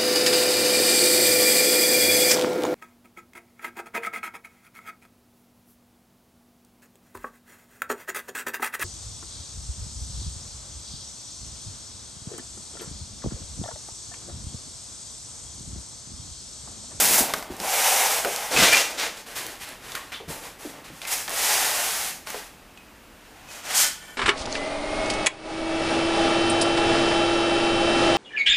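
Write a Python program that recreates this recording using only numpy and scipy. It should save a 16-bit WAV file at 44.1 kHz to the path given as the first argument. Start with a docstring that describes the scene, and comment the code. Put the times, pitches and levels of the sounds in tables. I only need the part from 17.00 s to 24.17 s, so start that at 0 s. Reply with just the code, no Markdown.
"""Earthenware unpacked from polystyrene at a table; close, mono, small room.
A card sleeve drags off with bumps and snaps (0 s), then the foam block slides (0.6 s). Its lid
squeaks free (1.5 s) and is put aside, creaking (2.3 s). The tray is turned on the rumbling table
(3.9 s). A bangle pings (5.8 s). A hand reaches in with a faint rustle (6.1 s); a dish scrapes out
of the foam (6.5 s) and rings (6.8 s). Every rub is a dense rain of tiny bead slips."""
import sys
import numpy as np
from scipy import signal
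from scipy.fft import rfft, irfft
from scipy.io import wavfile

SR = 44100
rng = np.random.default_rng(int(sys.argv[2]) if len(sys.argv) > 2 else 0)


def master(y):
    """Save y as 16-bit WAV."""
    cut = np.clip(np.atleast_2d(y).T, -1, 1)
    pcm = np.round(cut * 32767)  # scale
    wavfile.write(sys.argv[1], SR, pcm.astype(np.int16))


N = 316197
TIME_S = np.arange(N) / SR
FREQ_HZ = np.maximum(np.arange(N // 2 + 1) * SR / N, 1)


def undb(db):
    """Decibels to gain."""
    return 10 ** (np.asarray(db) / 20)


def unit(x):
    """Scale to rms 1."""
    return x / np.sqrt(np.mean(x ** 2) + 1e-18)


def shaped(x, gain):
    """Filter by a gain per frequency."""
    return irfft(rfft(x) * gain, N)


def colour(points):
    """Gain per frequency from (f/Hz, level/dB) points."""
    hz, db = np.transpose(points)
    return undb(np.interp(np.log(FREQ_HZ), np.log(hz), db))


def walk(rate_hz):
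    """Smooth random drift, rms 1."""
    return unit(shaped(rng.standard_normal(N), 1 / (1 + (FREQ_HZ / rate_hz) ** 4)))


def resonate(x, hz, q):
    """Two-pole band-pass."""
    hz = min(hz, .4 * SR)
    return signal.lfilter(*signal.iirpeak(hz, max(q, hz / (SR / 4)), fs=SR), x)


def fade(t, t60_s):
    """Exponential decay, 60 dB in t60_s."""
    return np.exp(-np.log(1000) * t / t60_s)


def add(out, start_s, sound):
    """Mix a sound in at start_s."""
    i = int(start_s * SR)
    out[i:i + len(sound)] += sound[:N - i]


def effort(start_s, rise_s, hold_s, fall_s, sag_db_per_s=0):
    """Stroke envelope: gathers speed, sags while held, drops 20 dB per fall_s (1 ms at least)."""
    t = TIME_S - start_s
    gather = np.sin(np.pi / 2 * np.clip(t / max(rise_s, 1e-3), 0, 1))
    sag_db = sag_db_per_s * np.clip(t - rise_s, 0, abs(hold_s))
    fall_db = 20 * np.maximum(t - rise_s - hold_s, 0) / max(fall_s, 1e-3)
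    return gather * undb(-sag_db - fall_db)


def band_gains(strokes, sag_db_per_s, body_power, hiss_power):
    """Body, scrape and hiss each follow a power of the effort; strokes add in energy."""
    energy = np.zeros((3, N))
    for *timing, db, body_db, hiss_db in strokes:
        push = effort(*timing, sag_db_per_s)
        moving = push > 1e-4
        for band, (band_db, power) in enumerate([(body_db, body_power), (0, 1), (hiss_db, hiss_power)]):
            energy[band, moving] += (undb(db + band_db) * push[moving] ** power) ** 2
    return np.sqrt(energy)


def slips(rate_hz, spread_db):
    """Bead slips at random times: mostly small, a few large."""
    slipping = rng.random(N) < rate_hz / SR
    size = undb(spread_db * np.minimum(rng.standard_normal(N), np.pi))
    return unit(slipping * rng.choice([-1, 1], N) * size)


def rub(gains, spectrum, rate_hz, spread_db, judder_db, block_share, body_hz=1000, hiss_hz=5000):
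    """Slips under a juddering grip sound the foam: hollow body, scrape, contact hiss."""
    # foam block resonances: f/Hz, width/Hz, lift at full share/dB
    resonances = [(453, 65, 5.5), (590, 23, 1.5), (730, 33, -3), (766, 36, 4), (890, 26, 4),
                  (1720, 37, -3.5), (1900, 85, 0.5), (2430, 98, 0)]
    lift_db = sum(db / (1 + (2 * (FREQ_HZ - hz) / width_hz) ** 2) for hz, width_hz, db in resonances)
    tone = colour(spectrum) * undb(block_share * lift_db)
    grains = slips(rate_hz, spread_db) * undb(judder_db * walk(25))
    body = 1 / (1 + (FREQ_HZ / body_hz) ** 4)
    hiss = 1 / (1 + (hiss_hz / FREQ_HZ) ** 4)
    bands = body, 1 - body - hiss, hiss
    sound = sum(gain * unit(shaped(grains, tone * band)) for band, gain in zip(bands, gains))
    ticks = unit(shaped(slips(rate_hz=100, spread_db=3), hiss))  # beads catch and let go
    return sound + gains[2] * undb(-14) * ticks


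def blows(hits, t60_s, q, gain_db):
    """Short pushes wake a crowd of modes round one pitch: broad for bumps, narrow for creaks."""
    out, decay = np.zeros(N), fade(TIME_S[:SR // 2], t60_s)
    for start_s, db, hz in hits:
        push = rng.standard_normal(len(decay)) * decay
        answer = resonate(resonate(push, hz, q), hz, q / 2)
        add(out, start_s, undb(db + gain_db) * unit(answer) * np.sqrt(np.mean(decay ** 2)))
    return out


def ring(modes, scatter_db, split=0.007):
    """A nearly round object rings in close mode pairs that beat."""
    t, out = TIME_S[:SR // 2], 0
    for hz, db, t60_s in modes:
        for twin_hz in (hz * (1 - split / 2), hz * (1 + split / 2)):
            weight = undb(db + scatter_db * rng.standard_normal()) / np.sqrt(2)
            out = out + weight * np.sin(2 * np.pi * twin_hz * t) * fade(t, t60_s)
    return out


def sleeve_drag():
    """Card rubs over foam."""
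    # strokes: t/s, rise/s, hold/s, fall/s, scrape/dB, body/dB re scrape, hiss/dB re scrape
    strokes = [(0, 0.00081, 0.16, 0.19, -24, -8, 8), (.17, 0.014, .005, 0.17, -32.5, 2.5, 17.5),
               (.27, 0.096, 0.018, 0.22, -39.5, 1.5, 3), (.49, 0.033, 0.093, 0.2, -45, -2, -0.5)]
    # card on foam: f/Hz, level/dB
    spectrum = [(47, -43), (80, -22), (151, -9), (205, -2.5), (298, -4), (515, -4.5), (550, 0.5), (780, 3),
                (1130, -4), (1440, -2), (3540, -6), (6820, -3), (12900, -4.5), (15000, -8)]
    gains = band_gains(strokes, sag_db_per_s=2, body_power=0.64, hiss_power=1.87)
    return undb(-2.5) * rub(gains, spectrum, rate_hz=9000, spread_db=2.5, judder_db=1.1, block_share=.72)


def table_rumble(hz=105, q=0.36):
    """The table top shudders under a dragged load."""
    # drags: t/s, rise/s, hold/s, fall/s, level/dB
    drags = [(0, 0.11, 0.11, 0.03, -49), (1.02, 0.074, 0.11, 0.5, -57), (1.541, 0.022, 0.044, -0.07, -40),
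             (4.1, 0.12, .8, 1.3, -58)]
    shudder = unit(resonate(resonate(rng.standard_normal(N), hz, q), hz, q / 2))
    return shudder * sum(undb(db) * effort(*timing) for *timing, db in drags)


def bumps(table_hz=71.6, t60_s=0.16):
    """The packing bumps; the table thuds under it."""
    # bumps: t/s, relative level/dB, f/Hz, thud offset/dB
    hits = [(.015, -28, 210, -21), (0.096, -24.5, 220, -21), (.204, -18.5, 235, -9),
            (.501, -24.5, 300, -4.5), (.597, -28, 230, -12), (.635, -22, 720, -23),
            (1.2512, -14.5, 503, -32), (1.588, -19, 190, -5), (1.621, -22, 220, -5),
            (3.2018, -29.5, 444, -25), (3.279, -28, 170, -3), (3.3, -33, 380, -8), (3.6488, -24, 288, -27),
            (3.902, -33, 185, -18), (5.342, -30.5, 426, -19)]
    packing = [(start_s, db, hz) for start_s, db, hz, _ in hits]
    thuds = [(start_s, db + thud_db, table_hz) for start_s, db, _, thud_db in hits]
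    return blows(packing, t60_s, q=1.5, gain_db=-7) + blows(thuds, t60_s, q=0.55, gain_db=-8)


def snaps(q=1.6, gain_db=-7.3, give_s=0.0001, t60_cycles=48):
    """Sharp releases, cushioned as the foam gives: a wide crack and a damped rattle of the sheet."""
    # snaps and taps on foam and card: t/s, relative level/dB, f/Hz, crack/dB re sheet
    hits = [(.1985, -14, 7000, 4), (.2955, -22, 790, -18), (.3371, -11, 1300, 1.5), (.4255, -23, 1100, -3),
            (.5672, -27, 7500, -4), (.601, -13, 4480, -14), (1.2472, -12, 1100, -3),
            (1.3614, -8, 6000, -12), (1.5638, -12, 2000, -4), (1.7326, 1.5, 5000, -8),
            (2.4662, -13, 11000, -8), (2.6904, -22, 9050, 1), (2.9194, -21.5, 3500, -2),
            (2.952, -16.5, 1490, -3), (4.0164, -18.5, 2560, -12), (4.0512, -19.5, 2080, -16),
            (4.2787, -14, 1530, -14), (4.2945, -10, 12000, -8), (4.3047, -14, 11000, -7),
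            (5.271, -21, 1500, -8), (5.303, -24, 1970, 5), (5.344, -23, 650, -22), (5.7742, -30, 2200, -24)]
    out, t = np.zeros(N), TIME_S[:SR // 3]
    cushion = 1 - np.exp(-t / give_s)
    for start_s, db, hz, crack_db in hits:
        t60_s = t60_cycles / hz
        noise = rng.standard_normal(len(t))
        sheet = unit(resonate(noise, hz, q)) * fade(t, t60_s)
        crack = undb(crack_db) * noise * fade(t, 0.71 * t60_s)
        add(out, start_s, undb(db + gain_db) * (sheet + crack) * cushion)
    return out


def block_slide():
    """The foam block rubs over the table."""
    # strokes: t/s, rise/s, hold/s, fall/s, scrape/dB, body/dB re scrape, hiss/dB re scrape
    strokes = [(.578, 0.33, 0.24, 0.23, -24, -6.5, 2.5), (1.25, 0.059, 0.19, 0.068, -33.5, -7, 0)]
    # foam on table: f/Hz, level/dB
    spectrum = [(71, -45), (120, -36), (259, -17), (336, -17.5), (412, -8), (710, 0), (785, 1.5),
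                (942, -4.5), (1330, -9.5), (2480, -9), (4200, -14.5), (5800, -10), (8180, -11),
                (13300, -14.5), (15000, -17.5)]
    gains = band_gains(strokes, sag_db_per_s=12.5, body_power=0.73, hiss_power=1.03)
    return undb(-1) * rub(gains, spectrum, rate_hz=20000, spread_db=3, judder_db=0.6, block_share=.97)


def lid_pull():
    """Foam rubs on foam as the lid comes free."""
    # strokes: t/s, rise/s, hold/s, fall/s, scrape/dB, body/dB re scrape, hiss/dB re scrape
    strokes = [(1.505, .04, 0.028, 0.16, -25, 1, 0), (1.556, 0.068, 0.033, 0.2, -16, -9.5, -3),
               (1.725, 0.036, 0.035, 0.095, -20.5, -10.5, -1.5), (1.86, .05, .07, 0.17, -42, 4.5, -1.5),
               (1.972, .02, .04, 0.11, -25, -9.5, -6), (2.16, .02, 0.019, 0.053, -44.5, -4, 2.5)]
    # foam on foam: f/Hz, level/dB
    spectrum = [(29, -58), (50, -56), (140, -20), (225, -17), (266, -6.5), (314, -9.5), (674, -1.5),
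                (987, -6), (1450, -3.5), (1750, -3.5), (2330, -4.5), (2960, -5), (6820, -6), (15000, -17.5)]
    gains = band_gains(strokes, sag_db_per_s=4, body_power=0.85, hiss_power=0.82)
    return undb(-2.5) * rub(gains, spectrum, rate_hz=12000, spread_db=3, judder_db=1.5, block_share=.95)


def lid_squeak(waver=0.011, rough_db=3, overtone_db=-19, rasp_db=-4.5):
    """Near-periodic stick-slip of foam; missed slips make it rasp."""
    # squeaks: t/s, hold/s, f/Hz, level/dB
    squeaks = [(1.557, .012, 2557, -21.5), (1.586, .08, 2012, -27), (1.628, 0.011, 2650, -24),
               (1.675, 0.058, 2354, -25.5), (1.724, 0.018, 2395, -15), (1.76, 0.029, 2740, -23.5)]
    unsteady_s = np.cumsum(1 + waver * walk(300)) / SR
    rasp = undb(rasp_db) * walk(750)
    grip = undb(rough_db * walk(150))
    out = np.zeros(N)
    for start_s, hold_s, hz, db in squeaks:
        phase = 2 * np.pi * hz * unsteady_s
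        tone = np.sin(phase) + undb(overtone_db) * np.sin(2 * phase) + rasp * np.cos(phase)
        out += unit(tone * grip) * undb(db) * effort(start_s, rise_s=.007, hold_s=hold_s, fall_s=.013)
    return out


def lid_aside():
    """Hands rub the foam lid as it is put aside."""
    # strokes: t/s, rise/s, hold/s, fall/s, scrape/dB, body/dB re scrape, hiss/dB re scrape
    strokes = [(2.255, .02, 0.056, 0.14, -42, -3, 0), (2.347, 0.028, .015, 0.1, -32.5, -7.5, 2.5),
               (2.39, 0.024, 0.11, .16, -40.5, -1.5, 1.5), (2.595, 0.033, .005, 0.11, -37.5, -15, -0.5),
               (2.655, 0.026, 0.036, 0.15, -42, -3, -2.5), (2.79, 0.13, 0.022, 0.31, -40.5, -3.5, -1),
               (2.948, 0.0029, 0.0045, 0.062, -36, -12, 1), (3.118, 0.0028, 0.0094, 0.1, -33.5, -11, -9.5),
               (3.275, 0.031, .02, 0.21, -40.5, 2, 5.5), (3.41, 0.039, .02, 0.11, -41, -1, 0),
               (3.58, .05, 0.074, 0.089, -45, -1.5, 4), (3.72, 0.027, .04, .15, -49.5, 4.5, -3),
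               (3.838, 0.012, .01, 0.17, -42.5, -14, -5)]
    # hand on foam: f/Hz, level/dB
    spectrum = [(71, -34), (120, -4.5), (173, -15.5), (292, -5.5), (380, -6.5), (474, -4), (569, -2.5),
                (1330, -2.5), (1910, -1), (4840, -8), (11800, -12.5), (15000, -19.5)]
    gains = band_gains(strokes, sag_db_per_s=12, body_power=1, hiss_power=1.05)
    return undb(-3) * rub(gains, spectrum, rate_hz=9000, spread_db=-0.5, judder_db=.34, block_share=.48)


def creaks():
    """Foam gives short pitched creaks under the fingers."""
    # creaks: t/s, relative level/dB, f/Hz
    hits = [(2.9535, -23.5, 1890), (2.966, -23.5, 1130), (3.14, -22, 3300), (4.0169, -32, 4130),
            (4.0498, -24, 2160)]
    return blows(hits, t60_s=0.2, q=4.8, gain_db=-11.5)


def tray_turn():
    """The foam tray rubs round on the table."""
    # strokes: t/s, rise/s, hold/s, fall/s, scrape/dB, body/dB re scrape, hiss/dB re scrape
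    strokes = [(3.9, .1, .02, .1, -52, -4, 3.5), (4.014, 0.018, 0.023, 0.071, -41.5, -3, -2),
               (4.066, 0.016, 0.13, 0.13, -36, -6.5, 5.5), (4.1, 0.032, .005, 0.055, -33, -2.5, 10),
               (4.278, 0.0095, .035, .12, -38.5, 3, -2), (4.29, 0.21, .585, .115, -26.5, -6.5, 4.5),
               (4.4, 0.14, 0.26, .15, -38.5, 5, -4), (5.258, 0.027, 0.11, .14, -39.5, -4, 0.5)]
    # tray on table: f/Hz, level/dB
    spectrum = [(71, -53), (120, -29), (207, -33), (253, -17), (298, -19), (465, -11.5), (682, -5),
                (770, -1), (1000, -4.5), (1630, -1), (1910, 0.5), (4290, -3.5), (6040, -2), (10900, -5),
                (15000, -10)]
    gains = band_gains(strokes, sag_db_per_s=14, body_power=0.9, hiss_power=0.91)
    return undb(-1.5) * rub(gains, spectrum, rate_hz=20000, spread_db=2.5, judder_db=.5, block_share=.59)


def bangle():
    """Light touches ring a bangle on the wrist; each weights the modes anew."""
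    # bangle modes: f/Hz, level/dB, t60/s
    modes = [(2530, -3, 0.39), (6170, -6, .2), (7612, -18, .18), (8414, -17, .18)]
    # touches: t/s, level/dB
    touches = [(5.7749, -58), (6.487, -49), (6.51, -46)]
    out = np.zeros(N)
    for start_s, db in touches:
        add(out, start_s, undb(db) * ring(modes, scatter_db=8))
    return out


def reach_and_lift():
    """A hand reaches in with a faint rustle; then the clay dish scrapes out of the foam."""
    # strokes: t/s, rise/s, hold/s, fall/s, scrape/dB, body/dB re scrape, hiss/dB re scrape
    strokes = [(6.1, 0.37, 0.06, .1, -54.5, 1, -4), (6.46, 0.089, .015, 0.31, -42, -4, 1.5),
               (6.625, 0.048, .04, .15, -36, -6, -0.5), (6.68, 0.073, 0.1, 0.11, -28.5, -8, 1),
               (6.735, 0.045, 0.044, 0.14, -31, -18, 15.5), (6.99, 0.073, .13, .1, -55.5, 4, 3.5)]
    # clay on foam: f/Hz, level/dB
    spectrum = [(71, -59), (120, -22), (350, -12), (412, -17), (465, -4.5), (524, -12), (580, -5.5),
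                (818, -0.5), (961, -5.5), (1470, -1.5), (2690, -3.5), (3040, -3.5), (3720, -6.5),
                (7400, -6.5), (15000, -19)]
    gains = band_gains(strokes, sag_db_per_s=12, body_power=1.45, hiss_power=1.56)
    sound = rub(gains, spectrum, rate_hz=14000, spread_db=4.5, judder_db=1.2, block_share=.25)
    return undb(-2.5) * sound


def dish_ring():
    """Slips and tiny bounces on the rim keep the clay ringing."""
    # dish modes: f/Hz, level/dB, t60/s
    modes = [(1480, -6, .3), (1780, -3, 0.22), (2300, -7, .4), (3110, -1.5, .35), (3390, -9, 0.27),
             (5000, -17, .2), (7000, -12, 0.3), (7500, -14, .22), (9000, -9, 0.34), (11391, -9, .15)]
    # rim drags on foam, then grazes another dish: t/s, rise/s, hold/s, fall/s, level/dB
    grazes = [(6.76, 0.081, .03, 0.055, -31.5), (6.99, .045, .015, 0.1, -46),
              (7.072, 0.043, .025, .06, -47.5)]
    ringing = signal.fftconvolve(slips(rate_hz=4000, spread_db=6), ring(modes, scatter_db=0))
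    return unit(ringing[:N]) * sum(undb(db) * effort(*timing) for *timing, db in grazes)


def room(x, wet_db=-9, t60_s=0.47, treble_t60_s=0.31, split_hz=5000):
    """Bare walls answer within milliseconds, treble dying first; echoes change as things move."""
    t = TIME_S[:SR // 2]
    lowpass = signal.butter(1, split_hz, fs=SR, output="sos")
    onset = np.clip(t / 0.0045 - .3, 0, 1)
    wet, hop = np.zeros(N), N // 36
    for centre in range(0, N + hop, hop):
        i = np.arange(max(centre - hop, 0), min(centre + hop, N))
        noise = rng.standard_normal(len(t))
        low = signal.sosfilt(lowpass, noise)
        tail = (low * fade(t, t60_s) + (noise - low) * fade(t, treble_t60_s)) * onset
        stretch = x[i] * np.cos(np.pi / 2 * (i - centre) / hop)
        add(wet, i[0] / SR, signal.fftconvolve(stretch, tail / np.sqrt(np.sum(tail ** 2))))
    return (x + undb(wet_db) * wet) / np.sqrt(1 + undb(2 * wet_db))


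def room_air(level_db=-49.5):
    """Steady low noise of the still room."""
    # air spectrum: f/Hz, relative level/dB
    spectrum = [(12, -40), (20, -4), (38, -1), (84, -6), (121, -7), (270, -4.5), (398, -9), (1210, -11.5),
                (2040, -14.5), (2620, -14), (3090, -17.5), (4080, -21), (15000, -27)]
    return undb(level_db) * unit(shaped(rng.standard_normal(N), colour(spectrum)))


def scene():
    """All handling in the room, over its air; both channels alike."""
    rubs = sleeve_drag() + block_slide() + lid_pull() + lid_aside() + tray_turn() + reach_and_lift()
    air = room_air()
    contacts = snaps() + bumps() + table_rumble() + creaks()
    mono = room(rubs + contacts + lid_squeak() + dish_ring() + bangle()) + air
    return np.array([mono, mono])


def record(dry, ceiling=0.85, top_hz=15050):
    """Soft peak limiting, then a steep low-pass."""
    rounded = dry / (1 + (dry / ceiling) ** 4) ** .25
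    return signal.sosfilt(signal.ellip(10, .1, 80, top_hz, fs=SR, output="sos"), rounded)


dry = scene()
out = record(dry)
master(out)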